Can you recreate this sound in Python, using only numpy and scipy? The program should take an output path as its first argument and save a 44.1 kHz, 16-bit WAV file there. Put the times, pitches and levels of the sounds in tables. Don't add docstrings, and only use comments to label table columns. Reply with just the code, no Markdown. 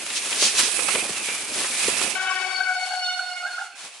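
import sys
import numpy as np
from scipy import signal
from scipy.fft import rfft, irfft, next_fast_len
from scipy.io import wavfile
from scipy.ndimage import map_coordinates

SR = 44100
rng = np.random.default_rng(int(sys.argv[2]) if len(sys.argv) > 2 else 0)


def master_out(mix):
    frames = np.transpose(np.atleast_2d(mix))
    ceiling = np.clip(frames, -1, 1)
    pcm = np.round(ceiling * 32767).astype(np.int16)
    wavfile.write(sys.argv[1], SR, pcm)


N = 176400

# time_s, crunch_db, rumble_db
NEAR_LEVELS = [(0,-38.5,-43.5),(.25,-35.5,-47.5),(.33,-31,-42),(.39,-34,-43),(.47,-30.5,-36.5),(.545,-39,-45.5),(.59,-23.5,-37),(.68,-35.5,-43.5),(.73,-36.5,-43.5),(.92,-32,-36.5),(1.13,-37.5,-39),(1.3,-35,-47.5),(1.51,-38,-41),(1.58,-30.5,-36),(1.69,-35.5,-44),(1.81,-32,-44),(2.04,-31.5,-33.5),(2.14,-38.5,-44.5)]
FAR_LEVELS = [(2.16,-41,-46.5),(2.3,-43,-65),(2.7,-46.5,-63),(2.82,-44.5,-73),(2.97,-43.5,-80),(3.03,-48.5,-79),(3.62,-48.5,-71),(3.7,-54.5,-77),(3.748,-58.5,-58),(3.758,-49.5,-94),(3.85,-42.5,-46.5),(3.92,-50,-73)]
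# freq_hz, gain_db
CRUNCH_EQ = [(40,-47),(300,-17.5),(700,-7.5),(1250,-2),(3000,1),(5500,0),(7500,0.5),(11000,-0.5)]
FAR_CRUNCH_EQ = [(60,-31),(200,-18),(450,-3.5),(700,4.5),(1500,2.5),(2600,7),(5000,5),(8500,4),(11000,-0.5)]
RUMBLE_EQ = [(25,-66),(60,-12.5),(130,-10),(220,1.5),(450,3),(800,0.5),(1500,-9),(4000,-59)]
SPRAY_EQ = [(40,-54),(1500,-10),(3200,4),(6000,5),(8000,0),(11000,-4.5)]
GROUND_EQ = [(25,-40),(60,10),(110,24),(200,28),(400,3.5)]
# centre_s, width_s, level_db
LITTER_SPRAYS = [(.168,0.014,-24),(.445,0.034,-17.5),(.585,0.0024,-24),(.625,0.067,-25)]
GROUND_THUDS = [(1.11,0.0056,-40),(1.9,0.039,-44)]
# time_s, left_over_right_db
BIKE_PAN = [(.35,-1),(.6,-3),(.75,-9),(1.15,-2.5),(1.75,-0.5),(1.95,-8)]

def tyres(away_s=2.155, crossfade_s=.0046, uneven_db=1.62, lumpy_db=3):
    crunch_db, rumble_db = curves(NEAR_LEVELS)
    far_crunch_db, far_rumble_db = curves(FAR_LEVELS)
    pan = panned(*curves(BIKE_PAN))
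    near = amp(crunch_db + 7.5 + uneven_db * wobble(59.9)) * crackle(CRUNCH_EQ) * pan
    near += amp(crunch_db - 10.5) * twigs()
    near += amp(rumble_db - 1 + lumpy_db * wobble(70)) * rush(RUMBLE_EQ)
    near += swells(LITTER_SPRAYS) * crackle(SPRAY_EQ) * pan
    near += swells(GROUND_THUDS) * rush(GROUND_EQ)
    far = amp(far_crunch_db + 6 + uneven_db * wobble(40)) * crackle(FAR_CRUNCH_EQ)
    far += amp(far_rumble_db - 1.5) * rush(RUMBLE_EQ)
    behind = np.clip((clock() - away_s) / crossfade_s + .5, 0, 1)
    return near * (1 - behind) + far * behind


def crackle(eq, snaps_per_s=1700, spread_db=5.5, snap_db=-2):
    sizes = amp(spread_db * np.minimum(rng.exponential(size=(2, N)), 2))
    hits = rng.random((2, N)) < snaps_per_s / SR
    snaps = hits * sizes * np.sign(rng.standard_normal((2, N)))
    return spread(amp(snap_db) * unit(snaps) + rng.standard_normal((2, N)), eq)


def twigs(snaps_per_s=30, decay_s=.002):
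    hits = (rng.random(N) < snaps_per_s / SR) * rng.random(N)
    bursts = signal.lfilter([1], [1, -np.exp(-1 / (decay_s * SR))], hits)
    return unit(bursts) * rush(CRUNCH_EQ)


# time_s, pitch_hz
SQUEAL_PITCH = [(2.15,750.3),(2.55,747.2),(2.8,739),(3.1,728.6),(3.62,720.4),(3.69,666)]
# time_s, first_db, second_db, third_db, fourth_db
STRONG_HARMONICS = [(2.16,-35,-29.5,-35.5,-44.5),(2.3,-39.5,-34,-34.5,-40.5),(2.58,-40.5,-34.5,-35,-45.5),(2.7,-36.5,-27,-37.5,-48),(2.8,-36.5,-36.5,-32.5,-45),(2.97,-35.5,-37,-45.5,-46),(3.1,-38.5,-36,-41.5,-37.5),(3.26,-45.5,-40,-51,-52),(3.38,-41.5,-39,-37,-45.5),(3.5,-40,-40.5,-54,-53),(3.62,-45,-37,-50,-48.5),(3.7,-60,-53,-57,-72)]
# pitch_multiple, level_re_fourth_db
WEAK_HARMONICS = [(5,-5),(7,-3.5),(8,-10),(9,-13.5),(10,-14),(12,-13)]
# time_s, level_db
GROWL_LEVEL = [(2.15,-39),(2.28,-33.5),(2.48,-37.5),(2.63,-43.5),(2.8,-60)]
# pitch_multiple, level_re_growl_db
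GROWL_PARTIALS = [(.5,-17.5),(1.5,-4.5),(2.5,-9.5),(3.5,-7.5),(4.5,-12.5)]
JITTER_DEPTH, JITTER_HZ = .0068, 161.3
THROB_DB, THROB_HZ = 2, 45
FLUTTER_DEPTH, FLUTTER_HZ, RASP_HZ = .6, 66, 240

def brake(start_s=2.15, end_s=3.7, bite_s=.0018, release_s=.088, ear_lag_s=.00007, width=.27):
    t = clock()
    sides = np.array([[1], [-1]])
    gate = np.clip((t - start_s) / bite_s, 0, 1) * np.clip((end_s - t) / release_s, 0, 1)
    pitch_hz, = curves(SQUEAL_PITCH)
    phase = phase_of(pitch_hz * (1 + JITTER_DEPTH * wobble(JITTER_HZ)))
    phase = phase + np.pi * pitch_hz * ear_lag_s * sides
    strong_db = curves(STRONG_HARMONICS)
    growl_db, = curves(GROWL_LEVEL)
    partials = list(enumerate(strong_db, 1))
    partials += [(k, strong_db[3] + db) for k, db in WEAK_HARMONICS]
    partials += [(k, growl_db + db) for k, db in GROWL_PARTIALS]
    rasp_depth = .22 * (1 + 2 * amp(growl_db - growl_db.max()))
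    squeal = 0
    for k, db in partials:
        flutter = FLUTTER_DEPTH * np.sqrt(np.clip(k, 1.5, 3) / 2) * scatter(FLUTTER_HZ)
        rasp = rasp_depth * np.sqrt(min(k, 3) / 2) * scatter(RASP_HZ)
        stereo_flutter = width * np.sqrt(k / 2) * scatter(FLUTTER_HZ) * sides
        throb = amp(THROB_DB * wobble(THROB_HZ))
        motion = unit((1 + flutter + rasp + stereo_flutter) * throb)
        squeal += np.sqrt(2) * amp(db) * tone(motion, k * phase)
    return amp(2) * gate * squeal


# centre_s, width_s, pitch_hz, glide_ratio, first_harmonic_db, second_harmonic_db
BRAKE_YELPS = [(2.61,0.0044,761,.03,-34.5,-23.5),(2.922,0.02,775,.08,-35.5,-33),(3.197,0.0064,744,0.0061,-40.5,-21.5),(3.458,0.017,750,.15,-39,-29),(3.587,0.00468,747,.15,-43,-24),(3.614,0.013,779,.04,-36.5,-40.5)]

def yelps(roughness=.6):
    out = np.zeros(N)
    for centre_s, width_s, pitch_hz, glide, *levels in BRAKE_YELPS:
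        rise = np.tanh((clock() - centre_s) / (2 * width_s))
        phase = phase_of(pitch_hz * (1 + glide * rise))
        for k, db in enumerate(levels, 1):
            chirp = unit(tone(1 + roughness * scatter(RASP_HZ), k * phase))
            out += swells([(centre_s, width_s, db)]) * chirp
    return out


# time_s, level_db
WHISTLE_LEVEL = [(2.1,-90),(2.17,-47),(2.48,-42.5),(2.57,-31.5),(2.7,-47.5),(2.78,-34.5),(2.93,-35),(3.07,-29.5),(3.22,-35.5),(3.58,-48),(3.72,-97)]

def whistle(pitch_multiple=5.99):
    pitch_hz, = curves(SQUEAL_PITCH)
    level_db, = curves(WHISTLE_LEVEL)
    gain = amp(level_db + 1.5 + THROB_DB * wobble(THROB_HZ))
    phase = phase_of(pitch_multiple * pitch_hz * (1 + JITTER_DEPTH * wobble(JITTER_HZ)))
    flutter = unit(1 + FLUTTER_DEPTH * np.array([scatter(JITTER_HZ), scatter(JITTER_HZ)]))
    return gain * tone(flutter, phase)


# start_s, level_db, rattle_trim_db
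ROOT_HITS = [(0.422, -19.5, -8.5), (0.789, -25.5, -2.5), (0.843, -30, -5), (0.884, -29, 3.5),
             (0.952, -14.5, -13.5), (1.093, -23, -15), (1.285, -26.5, -5.5), (1.642, -30, 0),
             (1.881, -12, -18), (2.012, -23.5, -5.5)]
# freq_hz, gain_db
THUMP_EQ = [(30,-68),(100,-14),(200,-8.5),(400,6.5),(600,0),(1200,-46),(4000,-46)]
RATTLE_EQ = [(60,-46),(700,4),(1250,6),(2500,2.5),(4000,-8),(11000,-25)]

def bumps(attack_s=.002, thump_t60_s=.04, rattle_t60_s=.08):
    thump, rattle = np.zeros(N), np.zeros(N)
    for start_s, level_db, rattle_trim_db in ROOT_HITS:
        age = np.maximum(clock() - start_s, 0)
        attack = 1 - np.exp(-(age / attack_s) ** 2)
        thump += attack * amp(level_db - 3.5 - 60 * age / thump_t60_s)
        rattle += attack * amp(level_db + rattle_trim_db + 5 - 60 * age / rattle_t60_s)
    return thump * rush(THUMP_EQ) + rattle * rush(RATTLE_EQ)


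# start_s, level_db
CHAIN_SLAPS = [(0.063,-30),(0.103,-25.5),(0.327,-20),(.95,-20.5),(1.879,-28)]
# freq_hz, gain_db
SLAP_EQ = [(400,-29),(1500,-3.5),(3000,6),(6000,-31)]

def chain_slaps(t60_s=.045):
    t = clock()
    envelope = sum((t >= s) * amp(db - 60 * np.abs(t - s) / t60_s) for s, db in CHAIN_SLAPS)
    return envelope * rush(SLAP_EQ)


# time_s, low_band_db, high_band_db
HUB_LEVELS = [(0,-39.5,-46),(.66,-36.5,-32),(.73,-35.5,-28),(.99,-29,-29),(1.12,-42,-42),(1.3,-34,-40),(1.55,-41.5,-38),(1.82,-32,-31),(2.13,-32,-36),(2.17,-55,-68)]
# freq_hz, gain_db
HUB_LOW_EQ = [(1400,-63),(2000,0.5),(2400,8.5),(2750,2.5),(3600,-5),(5000,-61)]
HUB_HIGH_EQ = [(6000,-29),(7750,-12),(8150,1),(8600,-5.5),(9800,-3),(11000,-12)]
# time_s, pitch_hz
HUB_PITCH = [(.79,2594),(.99,2432),(1.2,2640),(1.27,2323),(1.48,2328),(1.67,2660),(1.76,2370),(1.92,2620)]

def freehubs(pawl_hz=200, drift=.08, decay_per_tick=.57, waver=.04, ring_width_hz=140):
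    low_db, high_db = curves(HUB_LEVELS)
    ring_hz, = curves(HUB_PITCH)
    pan_db, = curves(BIKE_PAN)
    teeth_passed = np.cumsum(pawl_hz * (1 + drift * wobble(3))) / SR
    ticks = np.exp(-decay_per_tick * (teeth_passed % 1))
    phase = phase_of(ring_hz * (1 + waver * wobble(40)))
    ring = unit(tone(scatter(ring_width_hz), phase))
    low = amp(-2.5) * rush(HUB_LOW_EQ, ticks) + amp(-4) * ring
    low *= amp(low_db + 2.05 * wobble(20))
    high = amp(high_db) * rush(HUB_HIGH_EQ, ticks)
    return (low + high) * panned(pan_db - 3)


# freq_hz, t60_s
FOREST_DECAY = [(1500,0.74),(5000,0.97),(11000,0.057)]

def forest(source, width=.077):
    hz, t, noise = signal.stft(rng.standard_normal((2, SR // 2)), SR, nperseg=256)
    decay = amp(-60 * t / along(FOREST_DECAY, hz)[:, None])
    _, tail = signal.istft(noise * decay, SR, nperseg=256)
    tail /= np.linalg.norm(tail[0])
    mid, side = signal.fftconvolve(source[None], tail, axes=1)[:, :N]
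    return np.array([mid + width * side, mid - width * side])


# freq_hz, left_right_correlation
EAR_LIKENESS = [(250,0.98),(1100,0.78),(2600,0.56),(6000,0.29)]

def spread(pair, eq):
    def response(hz):
        angle = np.arccos(np.clip(along(EAR_LIKENESS, hz), -1, 1)) / 2
        return amp(along(eq, hz)) * [np.cos(angle), np.sin(angle)]
    mid, side = filtered(pair, response)
    return np.array([mid + side, mid - side]) / np.std(mid)


def rush(eq, drive=1):
    return spread(drive * rng.standard_normal((2, N)), eq)


def amp(db):
    return 10 ** (np.asarray(db) / 20)


def unit(x):
    return x / np.sqrt(np.mean(np.abs(x) ** 2) + 1e-20)


def clock():
    return np.arange(N) / SR


def phase_of(hz):
    return 2 * np.pi * np.cumsum(hz) / SR


def tone(motion, phase):
    return np.real(motion * np.exp(1j * phase))


def along(points, hz):
    freqs, values = np.transpose(points)
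    return np.interp(np.log(hz + 1), np.log(freqs + 1), values)


def curves(rows):
    times, *columns = np.transpose(rows)
    return [np.interp(clock(), times, column) for column in columns]


def swells(rows):
    return sum(amp(db) * np.exp(-.5 * ((clock() - s) / width) ** 2) for s, width, db in rows)


def wobble(rate):
    return map_coordinates(rng.standard_normal(4096), [clock() * rate], mode="wrap")


def scatter(rate):
    return wobble(rate) + 1j * wobble(rate)


def filtered(x, response):
    size = next_fast_len(N + SR // 2)
    return irfft(rfft(x, size) * response(np.fft.rfftfreq(size, 1 / SR)), size)[..., :N]


def panned(db):
    gains = amp(np.array([db, -db]) / 2)
    return gains / gains.mean(0)


# time_s, left_over_right_db
SQUEAL_PAN = [(2.16,6),(2.6,9.5),(2.75,5.5),(2.95,3.5),(3.15,-3),(3.6,-3)]

def scene(echo_db=-10):
    squeal = brake() + whistle() + yelps()
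    bikes = tyres() + freehubs() + bumps() + chain_slaps()
    echo = amp(echo_db) * forest(squeal.mean(0))
    return bikes + (squeal + echo) * panned(*curves(SQUEAL_PAN))


def record(dry, top_hz=11250, slope_width_hz=120):
    return filtered(dry, lambda hz: np.clip((top_hz - hz) / slope_width_hz, 0, 1))


dry = scene()
out = record(dry)
master_out(out)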